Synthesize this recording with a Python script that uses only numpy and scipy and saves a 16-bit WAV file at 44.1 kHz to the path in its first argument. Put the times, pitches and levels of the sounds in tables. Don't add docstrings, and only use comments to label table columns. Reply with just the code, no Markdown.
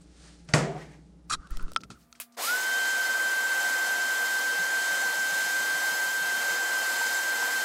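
import sys
import numpy as np
from scipy import signal
from scipy.fft import rfft, irfft
from scipy.io import wavfile
from scipy.ndimage import uniform_filter1d

SR = 44100
rng = np.random.default_rng(int(sys.argv[2]) if len(sys.argv) > 2 else 0)


def ratio_of_db(decibels):
    return 10 ** (np.asarray(decibels, float) / 20)


def dump(signal):
    limited = np.clip(np.atleast_2d(signal).T, -1, 1)
    pcm = np.round(limited * 32767).astype(np.int16)
    wavfile.write(sys.argv[1], SR, pcm)


N = 336924
T = np.arange(N) / SR
HZ = np.fft.rfftfreq(N, 1 / SR) + 1e-3

# f/Hz, level/dB
HUM_LINES = [(59.2, -57.5), (172.3, -64), (296.1, -69), (409.1, -81), (527.6, -86.5), (829.0, -80)]
# f/Hz, level/dB
FAST_HUM_LINES = [(239.5, -64), (684, -73.5), (713, -80), (1190, -75)]
# f/Hz, density/dB per Hz
HUSH_COLOUR = [(12, -43), (20, -21.5), (61, -9), (73, -7.5), (92, -27), (134, -14), (174, -1), (227, -17.5),
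               (266, -16.5), (295, -8), (328, -16.5), (1020, -34), (5120, -55.5), (11000, -53),
               (14300, -87), (22000, -120)]
HUSH_DB = -51 - 6.0
DISSOLVE_S = (1.67, 2.27)
TOP_HZ = 15720

# peak t/s, rise/s, fall/s, rub level/dB, housing ring level/dB
FINGER_RUBS = [(.016, 0.029, 0.087, -70, -94), (.255, 0.21, .26, -57, -71), (.485, 0.012, 0.68, -63, -72),
               (1.33, 0.028, 0.028, -45, -48), (1.4, 0.033, .2, -75, -62), (1.47, 0.076, .012, -72, -59),
               (1.52, 0.029, .08, -59, -56), (1.574, 0.074, .03, -61, -69),
               (1.612, 0.03, 0.066, -62, -49.5), (1.7, 0.055, 0.084, -63, -62),
               (1.814, 0.0098, 0.011, -68, -75), (1.839, .004, .013, -55, -62),
               (1.91, 0.0092, 0.043, -51, -53), (2.014, .08, 0.055, -70, -75),
               (2.156, 0.012, 0.046, -62, -72), (2.215, 0.014, 0.033, -45, -61),
               (2.349, 0.014, 0.016, -66, -77)]
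# f/Hz, density/dB per Hz
RUB_COLOUR = [(180, -52.5), (300, -19), (915, -15.5), (1230, -10), (2000, -9.5), (2170, -12), (3350, -12),
              (4670, -10), (9240, -15.5), (16000, -68)]
# t/s, peak level/dB, housing ring level/dB, centre f/Hz, tail level/dB
HOUSING_CLICKS = [(1.2975, -40, -40, 5000, -5), (1.472, -46, -52, 4600, -14), (1.507, -41, -43, 11000, -12),
                  (1.571, -29.5, -42, 7500, -24), (1.5958, -49, -34, 4330, -14),
                  (1.6257, -42, -44, 11500, -10), (1.681, -46, -48, 3390, -14),
                  (1.718, -36, -45, 8000, -19), (1.734, -37, -63, 8000, -30), (1.747, -46, -55, 11000, -26),
                  (1.7621, -21, -11.5, 3300, -20), (1.7716, -44, -52, 5370, -24),
                  (1.8063, -43, -58, 5260, -14), (1.835, -36, -35, 4200, -6), (1.903, -38, -36, 4100, -2),
                  (2.1266, -33.5, -45, 4600, -16), (2.152, -49, -68, 2670, -5)]
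# f/Hz, level/dB, t60/s
HOUSING_MODES = [(1100, -15, .03), (1295, -1, 0.06), (1342, 6.5, 0.06), (1800, -24, .034), (2600, 1, 0.02),
                 (3130, -0.5, 0.016), (5260, -6, 0.018), (8400, -3, 0.01)]
# t/s, peak level/dB, centre f/Hz, tail/s, tail level/dB
BUTTON = [
    (2.2, -33.5, 12000, .12, 6.5),
    (2.2002, -33, 2700, 0.1, -4),
    (2.201, -52, 1400, 0.11, 6),
    (2.322, -59, 6000, 0.077, 6),
]
# t/s, peak level/dB
FINGER_TOCKS = [
    (1.4716, -54),
    (1.571, -40),
    (1.6814, -54),
    (1.7177, -40),
    (1.8063, -50),
    (1.904, -44),
]
# t/s, pressure, width/s
SHOVES = [
    (1.34, -.008, .0074),
    (1.38, 0.0078, 0.012),
    (1.399, -0.018, 0.0034),
    (1.521, .075, 0.0041),
    (1.537, -0.018, .0046),
    (1.569, -0.072, 0.0094),
    (1.616, -.024, .0075),
    (1.645, .1, 0.0082),
    (1.7, -.01, 0.025),
]
# peak t/s, rise/s, fall/s, level/dB
GRIP_SHIFTS = [
    (1.33, 0.033, 0.057, -41),
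    (1.512, .06, .2, -53),
    (1.592, .03, 0.28, -47),
    (1.852, 0.15, 0.019, -46.5),
    (1.905, .01, 0.058, -42),
    (2.1, .3, .5, -73),
]
# peak t/s, rise/s, fall/s, level/dB
SKIN_FIZZ = [
    (1.33, 0.048, .03, -62),
    (1.512, .012, .02, -64),
    (1.585, .02, .03, -70),
    (1.812, .01, .015, -72),
    (2.0, .07, .12, -70),
    (2.12, 0.028, .08, -73),
]
CLICK_TAIL_S = 0.032
RUB_REST_DB, RING_REST_DB = -81.5, -88
STROKE_BEND = 1.18

# f/Hz, width/Hz, peak t/s,
# rise/s, fall/s, level/dB
NARROW_SWELLS = [(404, 40, .66, 0.12, 0.18, -39), (693, 64, 0.693, .09, .06, -39),
                 (735, 70, 0.767, .045, .03, -40), (985, 60, .61, .05, .08, -43),
                 (1900, 50, .67, .06, 0.044, -49.5), (1890, 40, .822, .025, .04, -48),
                 (620, 600, .26, 0.15, .16, -62.5), (8700, 900, .25, .1, .12, -68),
                 (8000, 2500, 0.015, .008, .04, -64), (8500, 1500, .92, .03, .04, -70),
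                 (9000, 2000, .45, .02, .03, -72), (485, 45, 2.385, 0.013, .08, -42)]
# t/s, peak level/dB, room share/dB
BOX_BANGS = [
    (0.4876, -41, -7.5),
    (0.489, -36, -9.5),
    (0.494, -41, -9),
    (0.536, -19, -32),
    (0.5377, -6, -11),
    (.578, -24.5, -5),
]
# f/Hz, level/dB, t60/s
BOX_MODES = [(226, 2.5, .5), (313, 9, 1.2), (406, 3.5, 2), (487, -4.5, 1.5), (558, 14, 0.69), (680, 8, 1),
             (760, 3.5, 1), (988, 1, 1), (1446, 11, 0.23), (1880, 8.5, 0.35), (2360, -12.5, 0.33),
             (4800, -2, 0.29), (5830, -13.5, 0.33)]
# t/s, body level/dB, grit level/dB
BOX_ROCKING = [
    (.61, -48.5, -40),
    (.72, -34.5, -57),
    (.78, -34.5, -59.5),
    (.818, -46, -46),
    (.938, -48, -54.5),
]
ROCK_RISE_S, ROCK_FALL_S = 0.1, 0.095
# f/Hz, t60/s
ROOM_T60 = [(60, 0.83), (170, 0.86), (500, 0.53), (1000, 0.3), (2500, 0.49), (5000, 0.33), (11000, 0.18)]
# f/Hz, density/dB per Hz
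ROOM_COLOUR = [(24, -47.5), (40, -20.5), (101, -31), (151, -11.5), (276, -14), (402, -11.5), (663, -13),
               (2200, -21), (2650, -27), (3750, -31), (4200, -28), (7930, -24.5), (14100, -52.5),
               (16000, -88)]

# t/s, rasp level/dB, edge squeal level/dB, housing ring level/dB
NAIL_SCRAPE = [(1.296, -61, -70, -60), (1.298, -38, -52, -39), (1.303, -35, -46, -33),
               (1.307, -36, -46, -38), (1.312, -36, -46, -24), (1.317, -38, -44, -38),
               (1.324, -31, -35, -29), (1.333, -31, -33, -32), (1.339, -29, -32, -24),
               (1.344, -35, -35, -33), (1.351, -41, -37, -29), (1.356, -60, -58, -50),
               (1.366, -75, -75, -62)]
# f/Hz, width/Hz, level/dB
RASP_MODES = [(1900, 500, -10), (2490, 500, -6), (4600, 500, -0.5), (5620, 540, -2), (6760, 520, -2),
              (7430, 400, -5), (8370, 700, -5), (9770, 900, -8)]
# t/s, peak level/dB, f/Hz,
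# t60/s
SHORT_PINGS = [(1.7619, -13.5, 3390, .006), (1.762, -19, 3120, 0.015), (1.835, -46, 600, .01),
               (1.8063, -50, 1000, .008), (1.773, -39, 500, .01), (2.2015, -45, 660, 0.037),
               (2.4, -43, 1550, .06), (2.2, -38, 2550, .06), (2.298, -62, 2300, .008),
               (2.297, -62, 11000, .004), (1.7622, -22, 4950, .007), (1.7617, -29, 8730, .007),
               (1.7617, -33, 6600, .006), (1.7718, -20, 5300, .0035), (1.7455, -48, 5600, .006),
               (1.7515, -52, 3400, .006), (1.134, -62, 7600, .003), (1.134, -68, 5200, .004),
               (1.681, -44, 1260, .02)]
# peak t/s, rise/s, fall/s, level/dB
SKIN_CHIRPS = [
    (1.816, .012, .005, -52),
    (1.57, .05, .02, -62),
    (2.03, .05, .03, -70),
]
# peak t/s, half length/s, level/dB, f/Hz, bend/Hz per s
SHELL_CREAKS = [(1.394, 0.013, -56, 1220, -2000), (1.428, .008, -58, 1330, 3000),
                (1.454, .022, -58, 1485, 3500), (1.455, .02, -58, 1160, -3000), (1.504, .006, -53, 1260, 0),
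                (1.513, .008, -54, 1350, 4000), (1.512, .008, -57, 1800, 9000),
                (1.56, .025, -62, 1940, 7000), (1.598, .006, -47, 1420, 0), (1.607, .008, -55, 1100, 0),
                (1.631, .007, -53, 1080, 6000), (1.636, .014, -54, 1500, 2000), (1.652, .01, -59, 1020, 0),
                (1.666, .008, -55, 1310, -3000), (1.695, .007, -58, 1320, 0), (1.711, .005, -57, 1310, 0),
                (1.828, .006, -62, 1330, 0), (1.846, .006, -62, 1310, 0), (1.927, .007, -56, 1370, 4000),
                (1.95, .008, -60, 1350, 9000), (1.962, .006, -60, 1400, 0), (1.975, .008, -63, 1320, 3000)]

# t/s, f/Hz
BLADE_PITCH = [(2.5, 1546), (2.63, 1545), (2.75, 1561), (2.92, 1558), (3.04, 1551), (3.22, 1562),
               (3.8, 1557), (4.3, 1563), (4.5, 1560), (4.62, 1566), (5.05, 1562), (5.8, 1567), (6.65, 1566),
               (7.03, 1558), (7.2, 1569), (7.64, 1562)]
# multiple of the pitch, level/dB
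BLADE_OVERTONES = [(2, -18), (3, -40), (5, -44), (6, -41), (7, -59), (8, -42), (9, -56)]
# t/s, rate/Hz, depth/dB
THROB = [(2.95, 23.45, -24), (3.03, 21.26, -7.5), (3.1, 19.35, -8), (3.3, 16.76, -15.6),
         (3.5, 15.14, -11.6), (3.75, 11.54, -15.3), (4.0, 10.31, -14.7), (4.3, 8.14, -16.6),
         (4.6, 7.4, -18.6), (5.0, 6.33, -18.1), (5.4, 5.74, -19.2), (5.8, 6.63, -16.9), (6.2, 6.37, -17.4),
         (6.6, 7.33, -17.3), (7.0, 7.37, -15.8), (7.3, 7.06, -14.7), (7.64, 9.41, -17.4)]
# share of full speed, level/dB
SPIN_UP_RESPONSE = [(.2, -32), (.37, -27), (.454, -12), (.576, -15), (.66, -10), (.77, -10.5), (.835, -14),
                    (.875, -3.5), (.92, -.5), (.968, 2.5), (.981, -2.5), (.996, -3.2), (.9995, 0)]
THROB_START_TURN, SPEED_LEAD_RAD = .716, 2.2
SWITCH_ON_S, SPIN_FROM_S, SPIN_UP_S = 2.367, 2.352, .093
WHINE_DB, WHINE_SAG_DB_PER_S = -27.5, -0.38

# steady level/dB, drift/dB per s, inrush level/dB
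AIR_REGISTERS = [
    (-39, 0.12, -54),
    (-38.5, 0.29, -36.5),
    (-45, 0.5, -37.5),
]
AIR_RISE_S = [
    .007,
    .018,
    .03,
]
# peak t/s, rise/s, fall/s
AIR_INRUSH = [
    (2.405, .035, .08),
    (2.45, .07, .16),
    (2.436, .055, .17),
]
# f/Hz, density/dB per Hz
AIR_COLOUR = [(30, -42), (95, -41.5), (190, -30), (240, -20.5), (400, -13.5), (500, -11), (620, -10),
              (1200, -9.5), (2300, -13.5), (3000, -16), (5000, -14), (7000, -17.5), (8600, -15.5),
              (10000, -17.5), (13500, -17), (16000, -24.5)]
# f/Hz, level/dB
STANDING_WAVES = [(420, -5), (550, 3.5), (635, -5), (990, 1), (1238, -2.5), (1395, 2.5), (1660, 0),
                  (1797, -2), (1900, 3), (2165, -3), (2245, 3.5), (2410, 1), (2560, -6.5), (2660, 2),
                  (2750, -4.5), (2850, 2.5), (2930, -1), (3200, -5.5), (3420, -3.5), (3600, 1), (4000, 3),
                  (4600, -7.5), (5150, -9), (5500, 1), (5690, -7), (5870, -6), (6950, 8), (7450, -6),
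                  (7680, -8), (7900, 2), (8000, -1)]
STANDING_WIDTH_HZ = 49
# f/Hz, width/Hz, level/dB
DRUM_MODES = [(711, 17, -2), (905, 175, -10), (1026, 12, -9), (1150, 63, -9.5), (1453, 98, -4),
              (1715, 46, -7.5), (2049, 127, -5), (2670, 27, -9.5)]
# f/Hz, width/Hz, level/dB
DUCT_MODES = [(3690, 40, -3), (4300, 100, -4), (4690, 28, -4), (5070, 60, -4), (5290, 40, -2),
              (5800, 34, -8), (6000, 48, -4), (6350, 160, -5), (6640, 76, -2), (7320, 100, 0),
              (7520, 24, -4), (7810, 140, -4), (8240, 88, -4), (9390, 51, -7), (9580, 39, -9),
              (10100, 63, -9), (10900, 190, -9), (11700, 28, -10), (12500, 120, -8), (12900, 48, -12),
              (14100, 69, -9), (15400, 79, -14)]
# f/Hz, width/Hz, level/dB
WHISTLES = [(480, 6, -3), (7350, 30, -4), (14070, 40, -11)]

# t/s, peak level/dB
HOSE_BUMPS = [(4.584, -43), (4.796, -59), (4.908, -51), (5.051, -48), (5.172, -50), (5.315, -45),
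              (5.437, -48), (5.585, -48), (5.734, -50.5), (5.908, -47), (6.055, -53), (6.208, -46),
              (6.364, -52), (6.498, -48)]
# t/s, peak level/dB, f/Hz
NOZZLE_KNOCKS = [
    (7.012, -26, 938),
    (7.424, -28, 970),
]


def level(x, db):
    return x * ratio_of_db(db) / np.sqrt(np.mean(x ** 2))


def read(rows, silent=-140):
    s, *columns = np.transpose(rows)
    return [np.interp(T, s, c, left=silent, right=silent) for c in columns]


def colour(table, hz=HZ):
    f, value = np.transpose(table)
    return np.interp(np.log(hz), np.log(f), value)


def noise(gain):
    return irfft(rfft(rng.standard_normal(N)) * gain, N)


def band(lo_hz, hi_hz, order=2):
    low_side = 1 + (lo_hz / HZ) ** (2 * order)
    high_side = 1 + (HZ / hi_hz) ** (2 * order)
    return 1 / np.sqrt(low_side * high_side)


def hump(hz, width):
    return 1 / (1 + (2 * (HZ - hz) / width) ** 2)


def walk(rate):
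    k = int(SR / rate)
    steps = np.repeat(rng.standard_normal(N // k + 1), k)
    return 1.31 * uniform_filter1d(uniform_filter1d(steps, k), k)[:N]


def strokes(rows):
    out = 0
    for at, rise, fall, db in rows:
        away = np.where(T < at, (at - T) / rise, (T - at) / fall)
        out = out + ratio_of_db(db - 20 * away ** STROKE_BEND)
    return out


def impulse(at):
    return 1. * (np.arange(N) == int(at * SR))


def contact(t, push):
    return np.sin(np.pi / 2 * np.minimum(t / push, 1)) ** 2


def ring(x, modes, t60_scale=0.75, push=0.00037):
    t = T[:SR]
    body = sum(ratio_of_db(db - 60 * t / (t60 * t60_scale)) * np.sin(2 * np.pi * hz * t) for hz, db, t60 in modes)
    body = body * contact(t, push)
    return signal.fftconvolve(x, body / np.abs(body).max())[:N]


def burst(at, tail, gain, push=0.00046):
    t = np.clip(T - at, 0, 2)
    x = noise(gain) * contact(t, push) * ratio_of_db(-60 * t / max(tail, .002))
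    return x / np.abs(x).max()


def hum(lines):
    return sum(np.sqrt(2) * ratio_of_db(db) * ratio_of_db(1.2 * walk(10)) * np.sin(2 * np.pi * hz * T) for hz, db in lines)


def basement():
    fade = np.clip((T - DISSOLVE_S[0]) / (DISSOLVE_S[1] - DISSOLVE_S[0]), 0, 1)
    slow_hum, fast_hum = hum(HUM_LINES), hum(FAST_HUM_LINES)
    hush = level(noise(ratio_of_db(colour(HUSH_COLOUR))), HUSH_DB)
    below_top = band(1, TOP_HZ, order=300)
    hiss = level(noise(band(200, 1500) * below_top), -72.0)
    hiss += level(noise(band(9000, 15500, order=4) * below_top), -77.5)
    return (slow_hum + hush) * (1 - fade) + fast_hum * fade + hiss * np.sqrt(fade)


def tick(at, db, hz, tail, tail_db):
    snap = burst(at, 0.0057, band(hz / 2.0, hz * 1.2, order=3) * band(1, hz * 2.8, order=5))
    return ratio_of_db(db) * (snap + ratio_of_db(tail_db) * burst(at, tail, band(hz / 1.12, hz * 1.02, order=3)))


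def hand():
    out = sum(tick(*row) for row in BUTTON)
    strike = np.zeros(N)
    for at, db, ring_db, hz, tail_db in HOUSING_CLICKS:
        strike[int(at * SR)] = ratio_of_db(ring_db)
        out += tick(at, db, hz, CLICK_TAIL_S, tail_db)
    for at, db in FINGER_TOCKS:
        out += ratio_of_db(db) * burst(at, 0.02, band(300, 900, order=3), push=0.0011)

    rows, touching = np.array(FINGER_RUBS), T < SWITCH_ON_S
    rub = ratio_of_db(RUB_REST_DB) * touching + strokes(rows[:, :-1])
    rung = ratio_of_db(RING_REST_DB) * touching + strokes(np.delete(rows, -2, axis=1))
    grain = ratio_of_db(1.0 * walk(110))
    out += level(noise(ratio_of_db(colour(RUB_COLOUR)) * band(1300, 22000)), 0.46) * grain * rub
    shell = noise(hump(1310, 160) + .4 * band(1030, 1600, order=8))
    out += level(shell, -2.5) * ratio_of_db(2.5 * walk(110)) * rung

    out += level(noise(band(7000, 16000, order=3)), 0) * strokes(SKIN_FIZZ)
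    out += level(noise(band(50, 300, order=3)), -3.5) * strokes(GRIP_SHIFTS)
    out += sum(p * np.exp(-.5 * ((T - at) / w) ** 2) for at, p, w in SHOVES)
    return out + ring(strike, HOUSING_MODES)


def narrow_swells():
    return sum(level(noise(hump(hz, w)), 0) * strokes([swell]) for hz, w, *swell in NARROW_SWELLS)


def tiled_room():
    centres = 45 * 2 ** np.arange(0, 8.6, .5)
    room = np.zeros(N)
    for f, t60 in zip(centres, colour(ROOM_T60, centres)):
        gain = ratio_of_db(colour(ROOM_COLOUR)) * band(f / 1.47, f * 1.33, order=3)
        room += noise(gain) * ratio_of_db(-60 * T / t60)
    t = T[:int(1.5 * SR)]
    room = room[:len(t)] * (1 - np.exp(-t / 0.001))
    return room / np.abs(room).max()


def rocking():
    body, grit = (strokes([(row[0], ROCK_RISE_S, ROCK_FALL_S, row[k]) for row in BOX_ROCKING]) for k in (1, 2))
    hollow = level(noise(band(400, 760, order=3)), -12.0)
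    scuff = level(noise(band(1400, 7100, order=4) + 3.7 * band(1670, 2170, order=8)), -6.0)
    return hollow * body + scuff * grit


def bang():
    room = tiled_room()
    strike, crack = np.zeros(N), np.zeros(N)
    notches = (1 - 0.74 * hump(3750, 600)) * (1 - 0.51 * hump(2700, 600))
    for at, db, wet_db in BOX_BANGS:
        strike[int(at * SR)] = ratio_of_db(db + wet_db)
        sharp = burst(at, 0.006, band(930, 5800, order=7) * notches)
        crack += ratio_of_db(db) * (sharp + 0.33 * burst(at, 0.055, band(450, 2600, order=3), push=0.001))
    tail = signal.fftconvolve(strike, room)[:N]
    thud = ring(strike, [(150, 0, 0.17)], push=0.004)
    late = np.roll(strike, int(.026 * SR))
    thud += ratio_of_db(-13) * ring(late, [(157, 0, 1.15), (142, -2, 0.94)], push=.04)
    body = ring(strike, BOX_MODES, 0.26)
    return crack + rocking() + ratio_of_db(6) * tail + ratio_of_db(4.5) * thud + ratio_of_db(3.0) * body


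def nail():
    rasp_db, squeal_db, ring_db = read(NAIL_SCRAPE)
    rasp = noise(sum(ratio_of_db(db) * hump(hz, w) for hz, w, db in RASP_MODES))
    out = level(rasp, 0) * ratio_of_db(rasp_db + 2 * walk(300))
    out += level(noise(hump(3960, 400) + 0.45 * hump(3300, 250)), 0) * ratio_of_db(squeal_db)
    shell = np.sin(2 * np.pi * np.cumsum(1270 + 50 * walk(150)) / SR)
    out += (shell + level(noise(hump(1330, 900) ** 2), -7)) * ratio_of_db(ring_db)
    out += level(noise(band(4000, 6300, order=6)), 0) * strokes(SKIN_CHIRPS)
    t = T[:2000]
    for at, db, hz, t60 in SHORT_PINGS:
        ping = ratio_of_db(db - 60 * t / t60) * np.sin(2 * np.pi * hz * t) * np.minimum(t / 0.00037, 1)
        out[int(at * SR):][:2000] += ping
    return out


def creaks():
    out, rough, t = np.zeros(N), walk(300), np.arange(-3000, 3000) / SR
    for at, half, db, hz, bend in SHELL_CREAKS:
        span = slice(int(at * SR) - 3000, int(at * SR) + 3000)
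        phase = 2 * np.pi * (hz + bend * t / 2) * t + 0.67 * rough[span][::-1]
        swell = ratio_of_db(db - 8.9 * (t / half) ** 2 + 2.5 * rough[span])
        out[span] += swell * np.sqrt(2) * np.sin(phase)
    return out


def whine():
    speed = np.tanh(np.maximum(T - SPIN_FROM_S, 0) / SPIN_UP_S)
    db = WHINE_DB + WHINE_SAG_DB_PER_S * (T - 2.75) + np.interp(speed, *np.transpose(SPIN_UP_RESPONSE))
    rate, depth_db = read(THROB)
    throbbing = rate > 0
    turn = 2 * np.pi * (np.cumsum(np.maximum(rate, 0)) / SR + THROB_START_TURN)

    hz = speed * np.interp(T, *np.transpose(BLADE_PITCH))
    hz += 4.1 * np.cos(turn + SPEED_LEAD_RAD + 0.048 * (rate - 7)) * throbbing
    hz += 1.54 * walk(30)
    phase = 2 * np.pi * np.cumsum(hz) / SR

    flutter = ratio_of_db((0.4 + 3.3 * (1 - speed)) * walk(60))
    tone = (1 + ratio_of_db(depth_db) * np.cos(turn)) * flutter * np.sin(phase)
    lift_db = 4.0 * strokes([(2.83, 0.55, 0.34, 0)])
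    upper = sum(ratio_of_db(d + 1.3 * walk(24.99) + lift_db) * np.sin(k * phase) for k, d in BLADE_OVERTONES)
    throb = np.exp(0.3 * np.clip((24 - rate) / 14, 0, 1) * throbbing * np.cos(turn - 2.3))
    tone += upper * throb * np.clip(hz / 1560, 0, 1) ** 32
    return np.sqrt(2) * ratio_of_db(db) * tone * np.clip((T - SWITCH_ON_S) / .016, 0, 1)


def air():
    echoes = ratio_of_db(-33.5) * rng.standard_normal(2000) * ratio_of_db(-60 * T[:2000] / 0.055)
    echoes[0] = 1
    standing_db = sum(db * hump(hz, STANDING_WIDTH_HZ) for hz, db in STANDING_WAVES)
    wash = ratio_of_db(colour(AIR_COLOUR) + standing_db) * rfft(echoes, N) * band(1, TOP_HZ, order=300)

    power = 0
    for table, top_db in ((DRUM_MODES, .1), (DUCT_MODES, -5.5), (WHISTLES, .1)):
        for hz, w, db in table:
            power = power + ratio_of_db(2 * (db + top_db)) * hump(hz, w) ** 2
    sing = np.sqrt(power)

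    settled = np.clip((T - 2.45) / 0.16, 0, 1)
    low, high = band(1e-3, 2200, order=4), band(8600, 1e6, order=4)
    middle = np.sqrt(np.clip(1 - low ** 2 - high ** 2, 0, 1))
    gust = .5 * walk(12)
    out = np.zeros(N)
    for share, row, rise, inrush in zip((low, middle, high), AIR_REGISTERS, AIR_RISE_S, AIR_INRUSH):
        db, drift_db, inrush_db = row
        roar = level(noise(wash * share) + settled * noise(sing * share), 0.92)
        flicker = ratio_of_db(gust + 0.27 * walk(20) + .5 * walk(4.005))
        flow = 1 - np.exp(-np.maximum(T - SWITCH_ON_S, 0) / rise)
        loudness = ratio_of_db(db + drift_db * (T - 3.5)) + strokes([(*inrush, inrush_db)])
        out += roar * flicker * flow * loudness
    return out


def hose():
    out = np.zeros(N)
    for at, db in HOSE_BUMPS:
        out += ratio_of_db(db - 8) * burst(at, 0.2, band(190, 196, order=4) + 0.033 * band(40, 150), push=0.012)
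        out += ratio_of_db(db - 3) * ring(impulse(at), [(180, 0, .2), (110, -13, .15)], push=.016)
    for at, db, hz in NOZZLE_KNOCKS:
        out += ratio_of_db(db) * ring(impulse(at), [(hz, 0, .06), (hz * 0.83, -4, .05)], push=0.0026)
    return out


def stray_treble(mono, count=30):
    side, other = np.zeros(N), rfft(np.roll(mono, 3000))
    for when, where in rng.random((count, 2)):
        at = (856 + 1024 * round(112 + 215 * when)) / SR
        lo_hz = 4000 + 9500 * where
        swell = np.cos(np.pi / 2 * np.clip((T - at) * SR / 1024, -1, 1))
        side += swell * irfft(other * (np.abs(HZ - lo_hz - 750) < 750), N)
    return ratio_of_db(-5.5) * side * np.array([[1], [-1]])


def scene():
    vacuum = whine() + air() + hose()
    mono = vacuum + bang() + hand() + basement() + nail() + narrow_swells() + creaks()
    return np.array([mono, mono])


def top_cut(x):
    return signal.sosfilt(signal.butter(12, 16990, fs=SR, output="sos"), x)


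def record(dry):
    lowpass = signal.ellip(8, .2, 60, 16400, fs=SR, output="sos")
    heard = signal.sosfilt(lowpass, dry)
    return top_cut(heard + stray_treble(heard[0]))


dry = scene()
out = record(dry)
dump(out)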